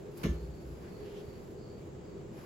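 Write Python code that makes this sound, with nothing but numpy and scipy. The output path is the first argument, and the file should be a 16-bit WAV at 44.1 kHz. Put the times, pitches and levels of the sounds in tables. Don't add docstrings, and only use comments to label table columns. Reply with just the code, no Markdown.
import sys
import numpy as np
from scipy import signal
from scipy.fft import rfft, irfft
from scipy.io import wavfile

SR = 44100
rng = np.random.default_rng(int(sys.argv[2]) if len(sys.argv) > 2 else 0)


def int16_out(signal):
    q = np.round(np.clip(np.atleast_2d(signal).T, -1, 1) * 32767)
    wavfile.write(sys.argv[1], SR, q.astype(np.int16))


N = 108045
T = np.arange(N) / SR


def from_db(db):
    return 10 ** (np.asarray(db) / 20)


def rms_one(x):
    return x / np.sqrt(np.mean(x ** 2) + 1e-20)


def at_hz(points, hz):
    frequencies, values = np.transpose(points)
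    return np.interp(np.log(hz + 1e-9), np.log(frequencies), values)


def envelope(curve):
    return from_db(np.interp(T, *np.transpose(curve)))


# frequency_hz, correlation
EAR_CORRELATION = [(60, 0.81), (200, 0.83), (400, 0.76), (700, -0.048), (1300, 0.033), (2400, 0.21),
                   (4400, 0.33), (8000, 0.053), (16000, -0.089)]

def noise(spectrum=((20, 0), (20000, 0))):
    hz = np.fft.rfftfreq(N, 1 / SR)
    mid, side = rfft(rng.standard_normal((2, N)))
    correlation = np.clip(at_hz(EAR_CORRELATION, hz), -1, 1)
    ears = np.sqrt(1 + correlation) * mid + np.sqrt(1 - correlation) * side * [[1], [-1]]
    return rms_one(irfft(ears * from_db(at_hz(spectrum, hz)), N))


def narrow_noise(hz, width_hz):
    band = signal.butter(2, [hz - width_hz / 2, hz + width_hz / 2], "band", fs=SR, output="sos")
    return rms_one(signal.sosfilt(band, np.tile(noise(), 2))[:, N:])


def ring(force, modes):
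    out = 0
    for k, (hz, db, t60) in enumerate(modes):
        decay, step = from_db(-60 / (t60 * SR)), 2 * np.pi * hz / SR
        feedback = decay * np.cos(step)
        mode = signal.lfilter([1, -feedback], [1, -2 * feedback, decay ** 2], force + 1e-18)
        out = out + (-1) ** k * from_db(db) * mode
    return out


def bursts(events, t60_s):
    power = sum((T >= s) * from_db(db - 60 * np.maximum(T - s, 0) / t60_s) ** 2 for s, db in events)
    return np.sqrt(power)


# frequency_hz, t60_s
KITCHEN_DECAY = [(100, 0.26), (500, 0.33), (2000, 0.27), (6000, .3), (16000, 0.097)]
TAIL_LOW_HZ, CUTOFF_HZ, ROOM_GAP_S = 240, 15900, 0.0035

def kitchen(dry, wet_db):
    t, edges, tail = T[:SR // 2], np.geomspace(TAIL_LOW_HZ, CUTOFF_HZ, 8), 0
    white = noise()[:, :len(t)]
    for low, high in zip(edges, edges[1:]):
        band = signal.sosfilt(signal.butter(2, [low, high], "band", fs=SR, output="sos"), white)
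        tail = tail + band * from_db(-60 * t / at_hz(KITCHEN_DECAY, np.sqrt(low * high)))
    tail = rms_one(tail * (t > ROOM_GAP_S)) / np.sqrt(len(t))
    return dry + from_db(wet_db) * signal.fftconvolve(np.atleast_2d(dry), tail, axes=1)[:, :N]


# frequency_hz, density_db
RUSH_SPECTRUM = [(15, -49), (28, -12), (55, -7.5), (78, -4), (97, -5.5), (112, -10), (135, 0), (160, -4),
                 (185, -4), (250, -10), (305, -10), (348, -2.5), (375, -5), (408, -9), (450, -11.5),
                 (492, -7.5), (550, -13.5), (750, -20), (1100, -26), (2000, -35), (3500, -38.5),
                 (5700, -44.5), (6800, -37), (7700, -37.5), (11000, -99), (16000, -44.5)]
# pitch_hz, level_db
HUM_PARTIALS = [(395, -3), (418, -1), (497, -13.5)]
# time_s, level_db
HUM_ENVELOPE = [(0, -53), (.08, -49), (.2, -58.5), (.45, -52.5), (.62, -63), (.8, -57.5), (.92, -56.5),
                (1.02, -48), (1.18, -48.5), (1.45, -60.5), (1.6, -53), (1.8, -57), (1.95, -56.5),
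                (2.1, -53.5), (2.24, -55), (2.45, -64)]
RUSH_DB, HUM_WIDTH_HZ = -46.5, 9

def fan():
    hum = 0
    for hz, db in HUM_PARTIALS:
        tone = signal.hilbert(narrow_noise(hz, HUM_WIDTH_HZ))
        power = np.mean(np.abs(tone) ** 2, axis=0)
        hum = hum + from_db(db) * rms_one(tone.real / np.sqrt(power + .1))
    return from_db(RUSH_DB) * noise(RUSH_SPECTRUM) + envelope(HUM_ENVELOPE) * hum


# centre_s, length_s, pitch_hz, level_db
SIZZLE_SWELLS = [(0.399, 0.13, 4390, -70.5), (0.575, .15, 4500, -73), (.78, 0.12, 4900, -77),
                 (0.977, 0.18, 4450, -70), (1.335, 0.19, 4560, -72.5), (1.65, 0.15, 4940, -75),
                 (1.686, 0.22, 4510, -70.5), (2.063, 0.086, 4920, -77), (2.137, .14, 4560, -75.5)]
SIZZLE_WIDTH_HZ, SIZZLE_RISE_HZ_PER_S = 205, 480

def sizzle():
    out = 0
    for s, length, hz, db in SIZZLE_SWELLS:
        rise = np.exp(1j * np.pi * SIZZLE_RISE_HZ_PER_S * (T - s) ** 2)
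        held = np.exp(-(2 * (T - s) / length) ** 6 / 2)
        band = signal.hilbert(narrow_noise(hz, SIZZLE_WIDTH_HZ))
        out = out + from_db(db) * held * (band * rise).real
    return out


# time_s, level_db
RUB_ENVELOPE = [(0, -66.5), (.16, -67), (.185, -55), (.225, -56.5), (.34, -62), (.5, -68.5), (.74, -66.5),
                (.88, -59), (.95, -62), (1.13, -62), (1.25, -63.5), (1.37, -63.5), (1.6, -72), (1.8, -69),
                (2.0, -65.5), (2.32, -68.5), (2.38, -58), (2.45, -60)]
# frequency_hz, density_db
RUB_SPECTRUM = [(300, -7), (800, 7.5), (1400, 0.5), (2400, -1.5), (3500, -10.5), (6000, -12), (16000, -75)]
# time_s, level_db
HISS_ENVELOPE = [(0, -72), (.09, -77.5), (.165, -66.5), (.19, -61.5), (.23, -60.5), (.3, -65), (.38, -73),
                 (.44, -70.5), (.51, -74.5), (.66, -69.5), (.8, -70.5), (.95, -70), (1.18, -70),
                 (1.52, -72), (1.63, -81), (1.8, -73.5), (1.97, -80), (2.31, -80), (2.37, -66.5),
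                 (2.45, -66.5)]
# frequency_hz, density_db
HISS_SPECTRUM = [(1000, -45), (3000, 7), (5000, 20), (7500, -6), (11000, 19), (16000, 7.5)]
# centre_s, half_width_s, peak_hz, level_db
HEAD_SKIDS = [(.86, .03, 1680, -63.5), (1.02, 0.018, 1900, -66), (1.1, 0.049, 2920, -62.5),
              (1.185, 0.029, 3220, -60), (1.365, 0.017, 2200, -67), (1.81, 0.035, 2430, -69)]
# multiple_of_peak, density_db
SKID_SPECTRUM = [(.3, -24), (.72, -7), (1, 0), (1.25, -8), (1.9, -14), (5, -43)]
GRAIN_DB, GRAIN_PER_S = 1.5, 120

def floor_sweep():
    skids = 0
    for s, width, hz, db in HEAD_SKIDS:
        swell = from_db(db) * np.exp(-((T - s) / width) ** 2 / 2)
        skids = skids + swell * noise([(ratio * hz, density) for ratio, density in SKID_SPECTRUM])
    rub = envelope(RUB_ENVELOPE) * noise(RUB_SPECTRUM)
    hiss = envelope(HISS_ENVELOPE) * noise(HISS_SPECTRUM)
    flutter = np.interp(T * GRAIN_PER_S, np.arange(N), rng.standard_normal(N))
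    return from_db(GRAIN_DB * flutter) * (rub + hiss + skids)


# start_s, level_db
STRAND_SLAPS = [(.1725, -3), (.1772, 2), (.182, 0), (.2326, 5), (.2384, 4)]
# frequency_hz, density_db
SLAP_SPECTRUM = [(500, -12), (2000, -3), (5000, 4), (8000, 1), (11000, 10), (16000, 1)]
SLAP_GAIN_DB = -47

def strand_slaps():
    slaps = from_db(SLAP_GAIN_DB) * bursts(STRAND_SLAPS, t60_s=.008) * noise(SLAP_SPECTRUM)
    return kitchen(slaps, wet_db=-8)


# centre_s, impulse_db, contact_ms
SOFT_BLOWS = [(0.24, -28.5, 3.17), (0.2554, -35.5, 1.35), (0.2791, -14.5, 10.15), (0.4143, -28, 8.1),
              (0.4794, -34.5, 7.5), (.646, -26.5, 12.6), (0.713, -37, 8.8)]
# pitch_hz, level_db, t60_s
CABINET_MODES = [(58.3, -6, 0.42), (77, -9.5, 0.34), (137, -1, 0.076), (158.9, 6, 0.5), (207, 2, 0.14),
                 (251.5, 5.5, 0.073), (346.7, 0.5, 0.23), (392, 0, 0.12), (424, 11, 0.078), (540, 1, 0.053),
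                 (618, 1.5, 0.077), (680, -8, .14)]
RADIATION_LOW_HZ = 44.6

def cabinet_boom():
    force = 0
    for s, db, contact_ms in SOFT_BLOWS:
        push = np.exp(-(4000 * (T - s) / contact_ms) ** 2 / 2)
        force = force + from_db(db) * push / push.sum()
    radiation = signal.butter(3, RADIATION_LOW_HZ, "high", fs=SR, output="sos")
    return kitchen(signal.sosfilt(radiation, ring(force, CABINET_MODES)), wet_db=-7)


# start_s, level_db, tilt_db_per_octave
HEAD_CLACKS = [(0.2332, -3.5, -3), (0.2364, 1.5, -1.5), (.239, -3, 2), (0.244, -1, -0.5), (0.249, -4.5, 1),
               (0.257, -9, 2.5), (0.2647, -9.5, -0.5)]
# frequency_hz, density_db
CLACK_SPECTRUM = [(200, 2.5), (600, 8), (900, -1.5), (1400, 4.5), (2300, 4.5), (3500, -4), (5000, -5.5),
                  (6800, -12), (8500, -29), (11000, -16.5), (16000, -44)]
# pitch_hz, level_db
CLACK_RING_TONES = [(1162, 6), (1402, 11), (1753, 10), (2138, 7), (2230, 2.5), (2358, 2.5), (2719, 8),
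                    (2813, 0), (3006, 0), (3495, -7), (3818, -4), (6509, -1)]
CLACK_GAIN_DB, CLACK_PAN_DB = -33, 0.5
RING_GAIN_DB, RING_T60_S = -60, .18

def mop_head():
    hardest_s, hardest_db, _ = max(HEAD_CLACKS, key=lambda clack: clack[1])
    blow = np.zeros(N)
    blow[int(hardest_s * SR)] = from_db(hardest_db + RING_GAIN_DB)
    ringing = ring(blow, [(hz, db, RING_T60_S) for hz, db in CLACK_RING_TONES])
    clacks = 0
    for s, db, tilt in HEAD_CLACKS:
        spectrum = [(hz, density + tilt * np.log2(hz)) for hz, density in CLACK_SPECTRUM]
        clacks = clacks + bursts([(s, CLACK_GAIN_DB + db)], t60_s=0.012) * noise(spectrum)
    pan = from_db([[CLACK_PAN_DB / 2], [-CLACK_PAN_DB / 2]])
    return kitchen(clacks + ringing, wet_db=0) * pan


def scene():
    return fan() + sizzle() + floor_sweep() + strand_slaps() + cabinet_boom() + mop_head()


def record(dry):
    return signal.sosfilt(signal.ellip(10, .1, 70, CUTOFF_HZ, fs=SR, output="sos"), dry)


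dry = scene()
out = record(dry)
int16_out(out)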